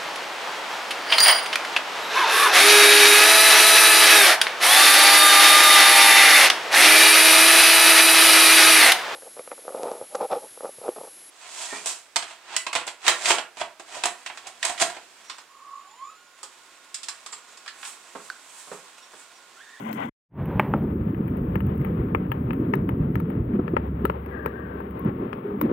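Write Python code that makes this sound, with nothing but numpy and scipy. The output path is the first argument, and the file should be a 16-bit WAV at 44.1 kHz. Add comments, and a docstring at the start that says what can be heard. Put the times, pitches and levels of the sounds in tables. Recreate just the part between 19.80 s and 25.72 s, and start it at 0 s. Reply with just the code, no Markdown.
"""Open masonry grill, charcoal burning: a short close-up, a moment of silence, then the whole fire bed.
Draught and flames rumble, gas pockets ignite, air rushes through sizzling embers. Lumps split with dry
snaps that echo off the grill wall. Late on: a few dull bumps; far off, a hum, whine, whistle and hoot.
The right channel is a muffled copy of the left, briefly clear as the fire bed comes in."""
import sys
import numpy as np
from scipy import signal
from scipy.fft import rfft, irfft
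from scipy.io import wavfile
from scipy.ndimage import uniform_filter1d

SR = 44100
rng = np.random.default_rng(int(sys.argv[2]) if len(sys.argv) > 2 else 0)


def wav_out(sig):
    """Save sig, one row per channel (or a flat mono array), as 16-bit PCM at SR to the path in sys.argv[1]."""
    wavfile.write(sys.argv[1], SR, np.round(np.clip(np.atleast_2d(sig).T, -1, 1) * 32767).astype(np.int16))


N = 261175
TIME_S = np.arange(N) / SR

# flames, sinking as the microphone rises: (time [s], rumble [dB], flutter [dB])
FLAME_LEVELS = [(0.6, -26.5, -33), (0.9, -27.5, -26), (1.5, -26.5, -27), (1.95, -23, -27.5),
                (2.5, -27, -28.5), (2.85, -27.5, -23.5), (3.55, -26, -27), (4.2, -31, -31),
                (4.36, -39, -37.5), (5.08, -41, -34), (5.42, -33, -28.5), (5.6, -43.5, -35.5),
                (5.9, -38, -27.5)]
# flame spectra: (frequency [Hz], gain [dB])
RUMBLE_SPECTRUM = [(20, -36), (30, -26), (45, -9), (70, -1), (120, 1.5), (160, 1.5), (200, -4.5),
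                   (280, -21.5), (500, -76), (2000, -100)]
FLUTTER_SPECTRUM = [(60, -55.5), (140, -15), (190, 0.5), (240, -0.5), (310, -4.5), (420, -11), (520, -17.5),
                    (650, -19.5), (1000, -38), (5000, -100)]
# gas puffs: (peak time [s], level [dB], centre [Hz], half-length [s])
PUFFS = [(0.765, -19.5, 115, .018), (0.955, -23, 207, .03), (1.269, -24.5, 199, .016),
         (1.402, -22.5, 198, .022), (1.835, -20.5, 136, .028), (2.012, -22.5, 190, .02),
         (2.201, -20, 104.5, .032), (2.817, -20.5, 202, .018), (3.209, -17.5, 116, .018),
         (3.305, -20.5, 188, .018), (3.364, -20.5, 115, .018), (3.61, -19, 95, 0.0193),
         (3.853, -20, 150, .014), (3.941, -19.5, 240, 0.012), (4.249, -15.5, 190, .011)]

# splitting lumps: (time [s], knock [dB], crack [dB], grit [dB], tick [dB])
SNAPS = [(0.129, -46, -40, -48, -39), (0.7963, -16, -21.5, -52, -43.5), (0.938, -20, -37.5, -73, -60.5),
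         (1.346, -44, -45, -91, -58), (1.481, -57, -46, -73, -50), (1.5711, -49.5, -50.5, -70, -48),
         (1.7556, -26.5, -31, -60.5, -44), (1.805, -34, -39, -67, -49.5), (2.0144, -40, -44, -73, -49),
         (2.048, -35, -37.5, -69.5, -42.5), (2.3485, -16.5, -24.5, -73, -44.5),
         (2.518, -24.5, -28, -57, -38), (2.707, -28.5, -32.5, -61.5, -61), (2.7325, -35, -39.5, -65, -43),
         (2.9371, -18, -22.5, -49.5, -46), (2.9535, -48, -47, -58, -40.5), (3.091, -27, -35, -65, -44.5),
         (3.355, -27.5, -31.5, -54.5, -43), (3.401, -32.5, -43.5, -60, -46.5),
         (3.502, -36.5, -46.5, -74, -52.5), (3.8795, -28.5, -34.5, -63, -65),
         (3.967, -15.5, -25, -53.5, -50.5), (4.2525, -18, -27.5, -45.5, -34), (4.2986, -19, -32, -56, -52),
         (4.4617, -43, -46, -68, -53), (4.66, -20.5, -32, -51, -38), (5.004, -36, -47.5, -73, -56),
         (5.1936, -45, -59, -74, -45.5), (5.248, -34.5, -53, -68, -54), (5.53, -29, -34.5, -56.5, -77),
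         (5.8132, -20.5, -33, -43.5, -28.5)]
# mean flake: (knock [dB], crack [dB], grit [dB], tick [dB])
FLAKE_DB = (-48.5, -51.5, -81, -53.5)
# fracture spectra: (frequency [Hz], gain [dB])
KNOCK_SPECTRUM = [(50, -42.5), (120, -28), (300, -8), (480, -3), (600, 0.5), (710, -11.5), (890, 4),
                  (1100, -3), (1320, -2.5), (1600, -17), (2200, -43), (4000, -66.5)]
CRACK_SPECTRUM = [(600, -46.5), (1400, -9.5), (1700, 9), (2050, 5), (2400, 2), (2900, -1.5), (3200, -7.5),
                  (3700, -26), (4500, -47.5), (7000, -63), (15000, -82)]
GRIT_SPECTRUM = [(2000, -44), (3800, 7), (4500, 1), (5700, -3.5), (7000, -15.5), (8500, -3), (9500, 1.5),
                 (12000, -25.5), (16000, -45.5)]
TICK_SPECTRUM = [(3000, -62.5), (7000, -41.5), (8500, -25), (11000, -13.5), (13000, -3), (15200, 1),
                 (16300, -11)]
# wall echo, sooner as the microphone moves in: (time [s], delay [s])
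WALL_ECHO = [(0.8, 0.0026), (2.0, 0.0024), (2.9, 0.002335), (4.0, .00218), (5.8, 0.002)]

# ember bed: (time [s], rush [dB], sizzle [dB])
EMBER_LEVELS = [(0.57, -42, -71), (0.75, -36.5, -64.5), (1.05, -39.5, -62.5), (1.6, -38.5, -61),
                (2.1, -35.5, -61), (2.4, -38.5, -62.8), (2.75, -37, -61), (3.05, -39, -63),
                (3.85, -39, -65.5), (4.3, -37, -64), (5.9, -37, -64.5)]
# ember spectra: (frequency [Hz], gain [dB])
RUSH_SPECTRUM = [(80, -51), (220, -19), (400, 5.5), (620, 1.5), (720, -1.5), (900, 1.5), (1100, -3.5),
                 (1350, -7.5), (2000, -13), (2800, -21.5), (3400, -27.5), (4200, -40), (7000, -66),
                 (12000, -68)]
SIZZLE_SPECTRUM = [(2500, -49.5), (4500, -21.5), (5500, -23), (7000, -30.5), (8500, -15.5), (11000, -11.5),
                   (13000, -4), (15400, -0.5), (15850, -2.5), (16150, -24.5)]

# close fire: (time [s], jet [dB], sizzle [dB])
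CLOSE_LEVELS = [(0, -38, -58), (0.05, -37, -56), (0.1, -31, -57.5), (0.14, -42, -51.5), (0.19, -29, -59.5),
                (0.23, -28, -56.5), (0.26, -33.5, -58.5), (0.28, -39.5, -62.5)]
# close fire spectra: (frequency [Hz], gain [dB])
CLOSE_JET_SPECTRUM = [(100, -56.5), (430, -10), (600, -0.5), (820, 1.5), (1020, 2), (1280, -13),
                      (1500, -3.5), (1750, -15), (2000, -4), (2500, -17), (3250, -15), (3900, -34),
                      (5000, -46.5), (12000, -83.5)]
CLOSE_SIZZLE_SPECTRUM = [(3000, -28), (5000, -12.5), (6500, -4.5), (9000, -9), (11000, -9.5), (13000, -4.5),
                         (15300, -9), (16500, -7.5)]
CLOSE_FLAME_SPECTRUM = [(18, -81.5), (30, -56), (156, -13), (169, -20), (231, -4.5), (309, -15.5),
                        (339, -19.5), (480, -29), (620, -47), (1060, -120)]

# dull bumps: (start [s], length [s], thud [dB], centre [Hz], rustle [dB])
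BUMPS = [(3.727, 0.048, -20.5, 200, -38.5), (3.789, .016, -18, 340, -46), (5.247, 0.063, -19.5, 191, -31.5),
         (5.401, 0.083, -32, 300, -37.5), (5.813, .065, -20, 280, -33), (5.886, 0.042, -24.5, 376, -32.5)]
# far hum, whine, whistle, hoot:
# (start [s], length [s], pitch [Hz], glide [fraction of pitch], level [dB], rise [s], fade [dB])
FAR_TONES = [(3.92, 1.38, 69.74, -0.0058, -31, .13, -17.5), (4.48, 0.56, 1633, -0.067, -40.5, 0.066, -11),
             (5.1, 0.34, 1069, 0.0071, -38, 0.14, -10), (5.648, 0.12, 408, 0.0013, -22.5, 0.013, -15.5)]
# whine partials: (frequency [ratio to pitch], gain [dB])
WHINE_PARTIALS = [(.735, -3.5), (1, 2.5), (1.055, -1), (1.11, -19), (1.165, -5.5)]

# right-channel passbands, alternating in polarity: (low edge [Hz], high edge [Hz], gain [dB])
MUFFLE_LOBES = [(-200, 482, 0), (590, 1040, -5.8), (1205, 1440, -12), (1790, 2335, -25), (2400, 2700, -32)]
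# unmuffled part of the right channel: (time [s], share [0..1])
CLEAR_SHARE = [(.35, 0), (.45, 1), (.93, 1), (1.04, .3), (1.12, 0)]

CLOSE_END_S, FIRE_START_S, FADE_IN_S, FADE_POWER = 0.294, 0.48, 0.12, 2.93
RUMBLE_FLICKER_DB, FLUTTER_FLICKER_DB, FLICKER_HZ = 1.1, 0.95, 4.4
FLAKES_PER_S, FLAKE_SPREAD_DB = 1.2, 2
LOW_CUT_HZ, HIGH_CUT_HZ = 32, 16400


def flames():
    """Deep draught buffeting plus flame flutter, each flickering at random."""
    rumble_db, flutter_db = curves(FLAME_LEVELS)
    rumble = gain_of(rumble_db + RUMBLE_FLICKER_DB * drift(FLICKER_HZ))
    rumble *= turbulence(RUMBLE_SPECTRUM, eddy_db=2.0, eddy_hz=43)
    flutter = gain_of(flutter_db + FLUTTER_FLICKER_DB * drift(FLICKER_HZ))
    flutter *= turbulence(FLUTTER_SPECTRUM, eddy_db=1.5, eddy_hz=35)
    return gain_of(-1.5) * rumble + gain_of(-2.5) * flutter


def puffs():
    """Gas pockets ignite with a soft low thud."""
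    out = np.zeros(N)
    for peak_s, level_db, centre_hz, half_s in PUFFS:
        gas = thud(centre_hz, 2 * half_s)
        add(out, peak_s - half_s, gain_of(level_db) * gas * np.hanning(len(gas)))
    return out


def snaps():
    """Timed large splits plus faint random flakes."""
    out = np.zeros(N)
    for time_s, *levels_db in SNAPS:
        add(out, time_s, snap(time_s, *levels_db))
    flaking = (rng.random(N) < FLAKES_PER_S / SR) & (TIME_S > FIRE_START_S + FADE_IN_S)
    for time_s in TIME_S[flaking]:
        levels_db = np.array(FLAKE_DB) + FLAKE_SPREAD_DB * rng.standard_normal(len(FLAKE_DB))
        add(out, time_s, snap(time_s, *levels_db))
    return out


def snap(time_s, knock_db, crack_db, grit_db, tick_db):
    """One lump splits: hollow knock, dry crack, grit spray, bright tick."""
    echo_s = np.interp(time_s, *np.transpose(WALL_ECHO))
    tearing_t60_s = np.interp(knock_db, [-45, -25], [0.009, 0.022])  # large splits tear longer
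    knock = fracture(KNOCK_SPECTRUM, echo_s, echo_gain=0.47, scatter_db=-5, scatter_t60_s=0.036,
                     tail_db=-15.5, tail_t60_s=0.2, uneven_db=1.5)
    crack = fracture(CRACK_SPECTRUM, echo_s, echo_gain=0.14, scatter_db=-2, scatter_t60_s=0.026,
                     tail_db=-15.5, tail_t60_s=0.27, uneven_db=2.5)
    grit = fracture(GRIT_SPECTRUM, echo_s, echo_gain=0.35, scatter_db=9, scatter_t60_s=0.022,
                    tail_db=-2.5, tail_t60_s=0.2, uneven_db=3.5)
    tick = fracture(TICK_SPECTRUM, echo_s, echo_gain=0.31, scatter_db=4, scatter_t60_s=tearing_t60_s,
                    tail_db=-11, tail_t60_s=0.15, uneven_db=4.5)
    return gain_of([knock_db, crack_db, grit_db, tick_db]) @ np.array([knock, crack, grit, tick])


def fracture(spectrum, echo_s, echo_gain, scatter_db, scatter_t60_s, tail_db, tail_t60_s, uneven_db):
    """Pulse, wall echo, scatter among the lumps, short grill tail; rms 1 over the first 10 ms."""
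    age_s = np.arange(SR // 3) / SR
    pulse = np.zeros(len(age_s))
    for level_db, t60_s in (scatter_db, scatter_t60_s), (tail_db, tail_t60_s):
        reflections = rng.standard_normal(len(age_s)) * gain_of(-60 * age_s / t60_s)
        pulse += gain_of(level_db) * reflections / np.linalg.norm(reflections)
    pulse *= np.minimum(age_s / 0.00071, 1)
    pulse[0] += 1  # direct path
    add(pulse, echo_s, np.array([echo_gain]))
    lump_spectrum = [(hz, db + uneven_db * rng.standard_normal()) for hz, db in spectrum]
    sound = colour(pulse, lump_spectrum)
    return sound / np.sqrt(np.mean(sound[:SR // 100] ** 2))


def embers():
    """Air rushes through the glowing bed; fine fractures sizzle, sparks spit."""
    rush_db, sizzle_db = curves(EMBER_LEVELS)
    rush = turbulence(RUSH_SPECTRUM, eddy_db=2.27, eddy_hz=7.4)
    rush += gain_of(-10.5) * crackle(RUSH_SPECTRUM, per_s=120, spread_db=1.5)
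    sizzle = gain_of(-0.7) * turbulence(SIZZLE_SPECTRUM, eddy_db=1.0, eddy_hz=14)
    sizzle += gain_of(-10.5) * crackle(TICK_SPECTRUM, per_s=140, spread_db=3.0)
    sparks = gain_of(-11) * crackle(TICK_SPECTRUM, per_s=19, spread_db=3.5)
    return gain_of(rush_db) * rush + gain_of(sizzle_db) * (sizzle + sparks)


def close_fire():
    """Hollow flame note, gas jetting between lumps, dense sizzle."""
    jet_db, sizzle_db = curves(CLOSE_LEVELS)
    flame = gain_of(-34) * turbulence(CLOSE_FLAME_SPECTRUM, eddy_db=-1.0, eddy_hz=54)
    jet = gain_of(jet_db + 1.1) * turbulence(CLOSE_JET_SPECTRUM, eddy_db=1.0, eddy_hz=90)
    sizzle = gain_of(sizzle_db + 2.2) * crackle(CLOSE_SIZZLE_SPECTRUM, per_s=1000, spread_db=-0.5)
    return flame + jet + sizzle


def turbulence(spectrum, eddy_db, eddy_hz):
    """Rushing gas: coloured noise in eddies, levelled over the longer run."""
    gas = colour(rng.standard_normal(N), spectrum) * gain_of(eddy_db * drift(eddy_hz))
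    return gas / np.sqrt(uniform_filter1d(gas ** 2, size=7000) + 1e-20)


def crackle(spectrum, per_s, spread_db):
    """Tiny fractures of random time and size, each with a short scatter; rms 1."""
    sizes = gain_of(spread_db * np.minimum(rng.exponential(1, N), 4.5))
    signs = rng.choice([-1, 1], N)
    clicks = sizes * signs * (rng.random(N) < per_s / SR)
    scatter_power = signal.lfilter([1], [1, -np.exp(-1 / (0.00042 * SR))], clicks ** 2)
    scatter = 0.14 * np.sqrt(scatter_power + 1e-20) * rng.standard_normal(N)
    return unit_rms(colour(clicks + scatter, spectrum))


def bumps():
    """Thud and rustle start together, hold briefly, stop."""
    out = np.zeros(N)
    for start_s, length_s, thud_db, centre_hz, rustle_db in BUMPS:
        low = gain_of(thud_db) * thud(centre_hz, length_s)
        noise = colour(rng.standard_normal(SR // 4), RUSH_SPECTRUM)
        rustle = gain_of(rustle_db) * unit_rms(noise[-len(low):])
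        add(out, start_s, (low + rustle) * signal.windows.tukey(len(low), 0.5))
    return out


def thud(hz, length_s):
    """Low noise around one broad resonance; rms 1."""
    spectrum = [(hz / 6, -44), (hz / 2, -9), (hz, 0), (hz * 2, -16),
                (hz * 5, -35), (hz * 10, -58), (hz * 20, -95)]
    noise = colour(rng.standard_normal(SR // 4), spectrum)
    return unit_rms(noise[-round(length_s * SR):])


def far_tones():
    """Rough sinking whine, low hum, faint whistle, one short hoot."""
    hum, whine, whistle, hoot = FAR_TONES
    out = sum(gain_of(db) * far_tone(whine, waver=0.012, rough=0.85, ratio=ratio)
              for ratio, db in WHINE_PARTIALS)
    out += far_tone(hum, waver=0.0095, rough=0)
    out += far_tone(whistle, waver=0.013, rough=0.43)
    return out + far_tone(hoot, waver=0.018, rough=0.17)


def far_tone(row, waver, rough, ratio=1):
    """Gliding, wavering tone; scattered paths blur the power share `rough` into narrow noise."""
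    start_s, length_s, pitch_hz, glide, level_db, rise_s, fade_db = row
    progress = np.clip((TIME_S - start_s) / length_s, 0, 1)
    hz = ratio * pitch_hz * (1 + glide * progress) * (1 + waver * drift(37.3))
    carrier = np.exp(2j * np.pi * np.cumsum(hz) / SR)
    gate = np.clip((TIME_S - start_s) / rise_s, 0, 1) * (progress < 1)
    envelope = gain_of(level_db + fade_db * progress) * uniform_filter1d(gate, size=800)
    paths = np.sqrt(2 * (1 - rough)) + np.sqrt(rough) * (drift(45) + 1j * drift(45))
    return envelope * (paths * carrier).real


def colour(x, spectrum, size=8192):
    """Minimum-phase filter, spectrum joined on a log-frequency axis; no ring before an attack."""
    points_hz, points_db = np.transpose(spectrum)
    bins_hz = abs(np.fft.fftfreq(size, 1 / SR))
    bins_db = np.interp(np.log(bins_hz + 1), np.log(points_hz + 1), points_db)
    log_response = np.conj(signal.hilbert(np.log(gain_of(bins_db))))
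    taps = np.fft.ifft(np.exp(log_response)).real[:size // 2]
    return signal.oaconvolve(x, taps)[:len(x)]


def drift(rate_hz):
    """Noise low-passed at rate_hz; rms 1."""
    hz = np.fft.rfftfreq(N, 1 / SR)
    return unit_rms(irfft(rfft(rng.standard_normal(N)) / (1 + (hz / rate_hz) ** 4), N))


def curves(rows):
    """Columns of a timed table, per sample."""
    times_s, *columns = np.transpose(rows)
    return [np.interp(TIME_S, times_s, column) for column in columns]


def add(mix, start_s, sound):
    """Mixes in place from start_s."""
    part = mix[max(round(start_s * SR), 0):][:len(sound)]
    part += sound[:len(part)]


def gain_of(db):
    """dB to amplitude."""
    return 10 ** (np.asarray(db) / 20)


def unit_rms(x):
    """Scales to rms 1."""
    return x / np.sqrt(np.mean(x ** 2) + 1e-20)


def scene():
    """Close fire stops dead; after a silence the whole bed fades in."""
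    close = close_fire() * (TIME_S < CLOSE_END_S)
    fade_in = np.clip((TIME_S - FIRE_START_S) / FADE_IN_S, 0, 1) ** FADE_POWER
    bed = fade_in * (flames() + embers())
    mix = close + bed + puffs() + bumps() + far_tones() + snaps()
    return np.array([mix, mix])


def record(dry):
    """Low cut; right channel muffled to bass and weak upper lobes, briefly clear; high cut."""
    low_cut = signal.butter(2, LOW_CUT_HZ, "highpass", fs=SR, output="sos")
    left, right = signal.sosfilt(low_cut, dry)
    hz = np.fft.rfftfreq(N, 1 / SR)
    response = gain_of(-33)  # broadband leak
    for k, (low_hz, high_hz, db) in enumerate(MUFFLE_LOBES):
        band = (np.tanh((hz - low_hz) / 50) - np.tanh((hz - high_hz) / 50)) / 2
        response = response + (-1) ** k * gain_of(db) * band
    muffled = irfft(rfft(right) * response, N)
    clear, = curves(CLEAR_SHARE)
    stereo = np.array([left, clear * right + (1 - clear) * muffled])
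    high_cut = signal.firwin(301, HIGH_CUT_HZ, window=("kaiser", 9), fs=SR)
    return signal.oaconvolve(stereo, high_cut[None], "same")


dry = scene()
out = record(dry)
wav_out(out)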